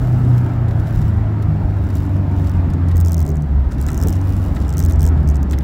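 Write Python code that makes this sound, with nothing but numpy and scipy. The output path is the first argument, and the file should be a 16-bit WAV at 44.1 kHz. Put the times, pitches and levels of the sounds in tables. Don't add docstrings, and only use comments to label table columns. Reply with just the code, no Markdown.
import sys
import numpy as np
from scipy import signal
from scipy.fft import rfft, irfft, next_fast_len
from scipy.io import wavfile
from scipy.ndimage import uniform_filter1d, map_coordinates

SR = 44100
rng = np.random.default_rng(int(sys.argv[2]) if len(sys.argv) > 2 else 0)


def inscribe(sig):
    pcm = np.round(np.clip(np.atleast_2d(sig).T, -1, 1) * 32767)
    wavfile.write(sys.argv[1], SR, pcm.astype(np.int16))


def rack_gain(trim_db):
    fader = np.asarray(trim_db, float)
    return 10 ** (fader / 20)


N = 248283

# t/s, nominal firing rate f/Hz
SPEED = [(0.0, 125.5), (0.45, 122), (1.0, 109.4), (1.4, 105.6), (1.8, 99.16), (2.25, 95.7), (2.75, 88.63),
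         (3.05, 86.35), (3.3, 78.42), (3.55, 69.07), (3.72, 66), (3.97, 79), (4.14, 91.9), (4.24, 96.4),
         (4.45, 94.3), (4.6, 90.35), (5.05, 82.4), (5.33, 72.5), (5.63, 69.2)]
# f/Hz, width/Hz, level/dB
BODY = [(70.6, 6.2, 0.5), (84.7, 11.4, 2), (128.5, 2.7, 3.5)]


def unit(x):
    return x / np.sqrt(np.mean(x ** 2) + 1e-20)


def curves(rows):
    s, *cols = np.transpose(rows)
    return [np.interp(np.arange(N) / SR, s, c) for c in cols]


def wobble(rate):
    knots = rng.standard_normal(int(N * 40 / SR) + 4)
    return map_coordinates(knots, [np.arange(N) * min(rate, 40) / SR])


def swells(times, sizes, width_s):
    t = np.arange(0, N + 64, 64) / SR
    bells = np.exp(-.5 * ((t - np.asarray(times)[:, None]) / width_s) ** 2)
    return np.interp(np.arange(N) / SR, t, np.dot(sizes, bells))


def filtered(x, response):
    m = next_fast_len(N + SR // 2)
    return irfft(rfft(x, m) * response(np.fft.rfftfreq(m, 1 / SR)), m)[:N]


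def colour(points):
    f, db = np.transpose(points)
    return lambda hz: rack_gain(np.interp(np.log(hz + 1), np.log(f + 1), db, left=-120, right=-120))


def resonant(modes):
    def response(f):
        return sum((-1) ** k * rack_gain(db) * 1j * f * width / (centre ** 2 - f * f + 1j * f * width)
                   for k, (centre, width, db) in enumerate(modes))
    return response


def level_kept(x, response):
    return unit(filtered(x, response)) * np.sqrt(np.mean(x ** 2))


def patchy(response, patchy_db, size=512):
    z = signal.stft(rng.standard_normal(N), nperseg=size)[2]
    field = uniform_filter1d(rng.standard_normal(z.shape), size=3, axis=0)
    field = uniform_filter1d(field, size=7, axis=1)
    noise = signal.istft(z * rack_gain(patchy_db * unit(field)), nperseg=size)[1][:N]
    return unit(filtered(noise, response))


def puffs(times, db, t60, rise):
    t = np.arange(SR // 20) / SR
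    shape = rack_gain(db[:, None] - 60 * t / t60[:, None]) * (1 - np.exp(-t / rise))
    burst = shape * rng.standard_normal(shape.shape)
    burst *= np.linalg.norm(shape, axis=1, keepdims=True) / np.linalg.norm(burst, axis=1, keepdims=True)
    at = np.round(times * SR).astype(int)[:, None] + np.arange(len(t))
    return np.bincount(at.ravel(), burst.ravel(), N + SR)[:N]


def road():
    # t/s, tyre roar level/dB, air rush level/dB
    road_levels = [(0.0, -27, -36), (0.5, -29.5, -36), (1.6, -30, -37), (2.7, -28, -36.5),
                   (3.4, -30.5, -39), (3.7, -27.5, -39), (4.08, -26, -36.5), (4.3, -29.5, -37),
                   (4.8, -26, -37.5), (5.1, -26.5, -36), (5.63, -26.5, -39)]
    # t/s, change of rumble, of floor-pan boom, of door drumming level/dB
    low_changes = [(0.0, 8.5, 0, 14), (0.299, 2, -7, -1), (0.8, -6, 10, -6), (1.0, 2, 10, -1),
                   (1.2, 4.5, -7, 0), (1.501, 1.5, 8.5, -9), (2.4, 4.5, 2, -5), (2.65, 6.5, 2, -27),
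                   (2.95, 3, -1, 3.5), (3.16, -12, -1, -10), (3.32, -3, 8, 12), (3.47, -1, 12, 0),
                   (3.83, 1.5, -10, 5), (4.06, 5, 4.5, 17), (4.22, -2, -14, 0), (4.61, 4, -3, 9),
                   (4.78, -4, 13.5, 10.5), (5.04, 6, 8, 12), (5.22, 6, 14, 5), (5.54, 4, 1, 16.5)]
    # t/s, level/dB
    scrub_level = [(0.0, -45), (0.4, -44.5), (0.8, -49), (2.6, -54), (3.5, -59), (3.95, -45.5), (4.45, -52),
                   (4.58, -46), (4.7, -44.5), (5.0, -56), (5.12, -41.5), (5.25, -51), (5.63, -56)]
    # t/s, level/dB
    hiss_level = [(0.0, -57), (0.5, -63.5), (0.9, -66), (2.0, -65), (2.6, -64), (3.1, -68.5), (3.7, -67),
                  (4.15, -60.5), (4.27, -59), (4.47, -57), (4.6, -60), (4.8, -64.5), (5.05, -66.5),
                  (5.63, -64.5)]
    # f/Hz, relative level/dB per Hz
    rumble_colour = [(15, -30), (28, -13), (40, -5), (49, 0), (60, -5), (75, -9), (110, -13), (135, -15),
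                     (180, -30), (300, -60)]
    roar_colour = [(110, -19.5), (180, -1.5), (292, -3.5), (344, -8.5), (399, -12), (442, -24),
                   (480, -27.5), (620, -29.5), (1060, -120)]
    rush_colour = [(260, -34), (450, -3.5), (680, 1), (754, -1.5), (938, -3.5), (1170, -8.5), (1830, -14),
                   (2380, -20.5), (5760, -37), (6310, -45), (7000, -39), (9100, -63.5), (15400, -120)]
    hiss_colour = [(2500, -32), (4000, 2), (6000, -1.5), (8000, -1.5), (11300, -9), (15000, -0.5),
                   (16000, -2.5)]
    pan = resonant([(149.3, 19, 0)])
    door = resonant([(413, 114, 0)])
    tread = resonant([(1280, 160, 4.5), (1687, 320, 1.5), (2220, 690, -6.5)])
    rumble_db, boom_db, drum_db, ring_db = -25.5, -30.5, -47.5, -28.5
    ring_follow = 0.67

    roar_db, rush_db = curves(road_levels)
    times, *changes = np.transpose(low_changes)
    rumble_change, boom_change, drum_change = [swells(times, change, width_s=0.041) for change in changes]
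    rumble = rack_gain(rumble_db + rumble_change) * patchy(colour(rumble_colour), patchy_db=-4.5)
    boom = rack_gain(boom_db + boom_change) * patchy(lambda f: pan(f) ** 2, patchy_db=-0.7)
    roar = rack_gain(roar_db + 1.3 * wobble(8)) * patchy(colour(roar_colour), patchy_db=-1.3)
    drum = rack_gain(drum_db + drum_change) * patchy(lambda f: door(f) ** 2, patchy_db=5.0)
    rush = rack_gain(rush_db + 0.38 * wobble(8)) * patchy(colour(rush_colour), patchy_db=1.76, size=2048)
    scrub_gain = rack_gain(curves(scrub_level)[0] + 1.8 * wobble(6))
    scrub = scrub_gain * patchy(lambda f: tread(f) ** 2, patchy_db=2.4, size=1024)
    hiss = rack_gain(curves(hiss_level)[0]) * patchy(colour(hiss_colour), patchy_db=2)
    ring = rack_gain(ring_db + ring_follow * rumble_change) * patchy(resonant(BODY), patchy_db=-2.0)
    return rumble + ring + boom + roar + drum + rush + scrub + hiss


def trim():
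    # t/s, scrape level/dB, large panel level/dB
    knocks = [(0.681, -44, -46), (0.707, -45, -38), (0.796, -43, -57.5), (0.866, -43, -42),
              (1.014, -40.5, -38), (1.422, -39, -40), (1.737, -55.5, -43.5), (1.9, -40.5, -43.5),
              (1.979, -43, -48), (2.05, -44.5, -50), (2.44, -44, -47), (2.468, -40, -47.5),
              (2.7, -41.5, -47), (2.735, -44.5, -39), (2.883, -38.5, -50), (2.911, -41, -38.5),
              (3.715, -39.5, -33.5), (3.744, -47.5, -51), (3.782, -46, -43.5), (3.806, -45, -48),
              (3.833, -42, -49), (3.884, -35, -27), (4.563, -44, -30), (4.619, -42, -41),
              (4.646, -51.5, -40), (4.746, -50, -38.5), (4.798, -42, -35), (4.902, -40.5, -36.5),
              (5.173, -51, -39.5), (5.508, -39, -36.5), (5.529, -35, -30.5), (5.578, -49.5, -32),
              (5.606, -46, -36)]
    # f/Hz, width/Hz, relative level/dB
    panels = [
        [(1327, 150, 3), (1980, 530, 0.5)],
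        [(2520, 200, 3), (3780, 1100, 2.5)],
    ]
    # f/Hz, width/Hz, relative level/dB
    scrape_modes = [(4900, 1800, 3), (7700, 1300, 4.5), (10300, 7600, -2), (14700, 1500, -14)]

    times, scrape_db, large_db = np.transpose(knocks)
    chance = rng.standard_normal((len(times), 2))
    t60 = np.clip(0.044 * (1 + .15 * chance[:, 0]), .005, .1)
    small_db = (large_db + scrape_db) / 2 - 1.5 + 3.2 * chance[:, 1]
    large, small = resonant(panels[0]), resonant(panels[1])
    scrape = level_kept(puffs(times, scrape_db, t60, rise=0.0018), resonant(scrape_modes))
    large_knock = level_kept(puffs(times, large_db, 1.14 * t60, rise=0.0023), lambda f: large(f) ** 2)
    small_knock = level_kept(puffs(times, small_db, t60, rise=0.0031), lambda f: small(f) ** 2)
    return scrape + large_knock + small_knock


def clip_jingle():
    jingle_level = [(0.0, -58), (0.3, -57), (0.6, -69), (0.9, -59), (1.5, -62), (1.95, -55.5),
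                    (2.15, -62.5), (2.5, -63.5), (2.9, -57.5), (3.15, -66.5), (3.55, -66), (3.7, -52),
                    (4.0, -57.5), (4.13, -53), (4.22, -62), (4.28, -52.5), (4.45, -50), (4.5, -58),
                    (4.65, -52.5), (4.82, -50), (5.0, -56.5), (5.4, -71.5), (5.63, -57)]
    clip_modes = [(2880, 220, 8.5), (3750, 340, 5), (5340, 1200, 3), (7640, 400, 4), (9530, 900, -1.5),
                  (12700, 700, 0.5), (15300, 900, -0.5)]
    # t/s, level/dB
    shimmer = [(0.0, 1.5), (4.2, -0.5), (4.27, 3), (4.46, 2.5), (4.52, -3), (5.63, 3.5)]

    firing_hz = curves(SPEED)[0]
    at = np.flatnonzero(np.diff(np.floor(np.cumsum(firing_hz) / SR)))
    chance = rng.standard_normal((len(at), 2))
    times = np.abs(at / SR + .0006 * chance[:, 1])
    hit_db = 3 * chance[:, 0] + 1.6 * wobble(30)[at]
    hits = puffs(times, hit_db, np.full(len(at), .018), rise=.0007)
    low = filtered(hits, resonant(clip_modes[:-3]))
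    top = filtered(hits, resonant(clip_modes[-3:]))
    level = rack_gain(curves(jingle_level)[0] + 4.3 * wobble(4.4))
    return level * unit(low + rack_gain(curves(shimmer)[0]) * top)


def mount():
    # t/s, contacts, spacing/ms, strength level/dB, change from first to last contact level/dB
    bouts = [(1.9422, 3, 12.55, -34, 10), (2.497, 1, 11.5, -27, 1.5), (2.7362, 2, 6.9, -39, -13),
             (2.9581, 3, 10.9, -29.5, 3), (3.0021, 2, 9.9, -24, -5.5), (3.0493, 5, 11.45, -28.5, -2),
             (3.1083, 4, 11.67, -27.5, 10.5), (3.1688, 6, 11.7, -31, 0), (3.2523, 6, 12.9, -32.5, -2),
             (3.3438, 3, 12.7, -37.5, 6), (3.4218, 1, 11.5, -35, 0), (3.7125, 3, 9.5, -36.5, 0),
             (3.802, 3, 11.7, -30, 6), (3.8657, 2, 13.1, -29, -7), (3.8853, 1, 11.5, -28, -3.5),
             (3.889, 5, 14, -29.5, 4), (3.953, 1, 11.5, -32, 1), (3.9776, 1, 11.5, -24.5, -2),
             (3.9902, 4, 12.15, -30, 7), (4.0365, 2, 13.5, -29.5, -20), (4.0735, 4, 10.6, -25.5, -6),
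             (4.1278, 1, 13, -25, 0), (4.1415, 3, 11, -35, -1), (4.2148, 1, 11.5, -31.5, 0),
             (4.5505, 2, 11.05, -31, -5), (4.6812, 3, 11.45, -31.5, -3), (4.7271, 2, 11.5, -28.5, -4.5),
             (4.7699, 5, 10.9, -24.5, -6.5), (4.8264, 4, 12, -24.5, -4.5), (4.8858, 5, 12.33, -27.5, -3.5),
             (4.9495, 2, 9.1, -37, 10), (4.9951, 5, 11.68, -25.5, 6.5), (5.053, 4, 11.8, -28, -7.5),
             (5.2761, 4, 12.3, -31.5, -6), (5.3457, 3, 11.7, -31, 1.5), (5.4295, 1, 11.5, -28, -3),
             (5.4989, 3, 12.4, -32, 8), (5.5869, 1, 11.5, -22, -1.5)]
    # f/Hz, relative level/dB per Hz
    tap_colour = [(2500, -44), (3800, -15.5), (4600, -10.5), (5300, -1), (6200, 0.5), (8300, -2),
                  (10200, -13), (12500, -17.5), (15500, -23.5), (16200, -47.5)]
    crack_colour = [(2000, -43), (3200, -9), (4300, -18), (6000, -20.5), (10000, -15), (13000, -7),
                    (14500, 0.5), (16000, -5.5), (16800, -24), (17000, -64.5)]
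    # t/s, level/dB
    cracking = [(0.0, 4), (3.3, 4), (3.7, -1), (4.1, 2), (4.7, 0.5), (5.63, 0.5)]
    arch_db, alternate_db = 3, 2.5

    times, db = [], []
    for start, contacts, spacing_ms, strength_db, change_db in bouts:
        k = np.arange(round(contacts))
        place = k / max(k[-1], 1) - .5
        times.append(start + k * spacing_ms / 1000)
        db.append(strength_db + change_db * place - arch_db * (2 * place) ** 2 + alternate_db * (k % 2))
    times, db = np.concatenate(times), np.concatenate(db)
    chance = rng.standard_normal((len(times), 4))
    times = times + 0.00038 * chance[:, 0]
    db = db + 1.1 * chance[:, 1]
    each = np.ones(len(db))

    hit = np.round((times + 0.00032) * SR).astype(int)
    rebound_s = .0003 + .00025 * np.abs(chance[:, 2])
    rebound = hit + np.round(rebound_s * SR).astype(int)

    def blows(blow_db):
        strengths = np.r_[rack_gain(blow_db), -.6 * rack_gain(blow_db + 2.5 * chance[:, 3])]
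        return np.bincount(np.r_[hit, rebound], strengths, N)

    tap = blows(db + 7.5) + puffs(times, db + 5.5, 0.0031 * each, rise=0.00048)
    tap = tap + puffs(times, db - 13, 0.009 * each, rise=.0003)
    extra_db = np.interp(times, *np.transpose(cracking))
    crack = blows(1.59 * db + 17 + extra_db)
    crack = crack + puffs(times, 1.75 * db + 19.5 + extra_db, 0.0033 * each, rise=0.00047)
    return level_kept(tap, colour(tap_colour)) + level_kept(crack, colour(crack_colour))


def engine():
    # t/s, level/dB
    load = [(0.0, -19.5), (0.3, -13), (0.8, -19.5), (1.6, -19.5), (2.4, -18.5), (2.75, -17.5), (2.95, -14),
            (3.4, -21.5), (3.62, -14.5), (3.95, -22.5), (4.15, -15), (4.45, -21.5), (4.72, -24),
            (4.85, -15), (5.1, -11), (5.2, -13.5), (5.63, -20.5)]
    # t/s, level/dB
    under = [(0.0, -30), (0.5, -22), (2.3, -27), (2.9, -31), (3.6, -38), (3.9, -21), (4.25, -26.5),
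             (4.6, -18.5), (5.2, -22), (5.4, -23), (5.63, -41)]
    # multiple of the firing rate, level/dB
    upper = [(.5, -36), (1.25, -42), (1.5, -34.5), (1.75, -40), (2, -34.5), (3, -35)]
    # f/Hz, width/Hz, level/dB
    cabin = [(59.4, 81, -5), (149, 32, 7.5), (198.7, 74, 1), (294.4, 44, 2)]
    # t/s, depth level/dB
    dips = [(2.79, 4.5), (3.27, 22), (3.41, 4), (3.71, 17.5), (3.89, 1.5), (3.98, 8), (4.33, 4), (4.58, 22),
            (4.92, 6), (5.24, 11), (5.44, 5)]
    weak_follow = 0.36

    firing_hz, firing_db, under_db = curves(SPEED)[0], curves(load)[0], curves(under)[0]
    phase = 2 * np.pi * np.cumsum(firing_hz) / SR
    body_db = sum(db / (1 + ((firing_hz - mode_hz) / width) ** 2) for mode_hz, width, db in BODY)
    firing_db = firing_db + body_db - swells(*np.transpose(dips), width_s=0.013)

    def order(multiple, db):
        wander = 0.077 * wobble(22) + 2 * np.pi * rng.random()
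        return np.sqrt(2) * rack_gain(db) * np.sin(multiple * phase + wander)

    follow_db = weak_follow * (firing_db - firing_db.mean())
    weak = sum(order(multiple, db + follow_db + 2.73 * wobble(5.4)) for multiple, db in upper)
    firing = order(0.99, firing_db + 1.72 * wobble(14))
    three_quarter = order(3 / 4, under_db + 2.0 * wobble(6))
    return firing + three_quarter + filtered(weak, resonant(cabin))


def scene():
    top_hz = 15850
    band_limited = filtered(road() + clip_jingle() + trim(), lambda hz: hz < top_hz)
    return (engine() + band_limited + mount())[None]


def roll_off(x):
    return signal.sosfilt(signal.butter(12, 16990, fs=SR, output="sos"), x)


def record(dry):
    return roll_off(dry)


dry = scene()
out = record(dry)
inscribe(out)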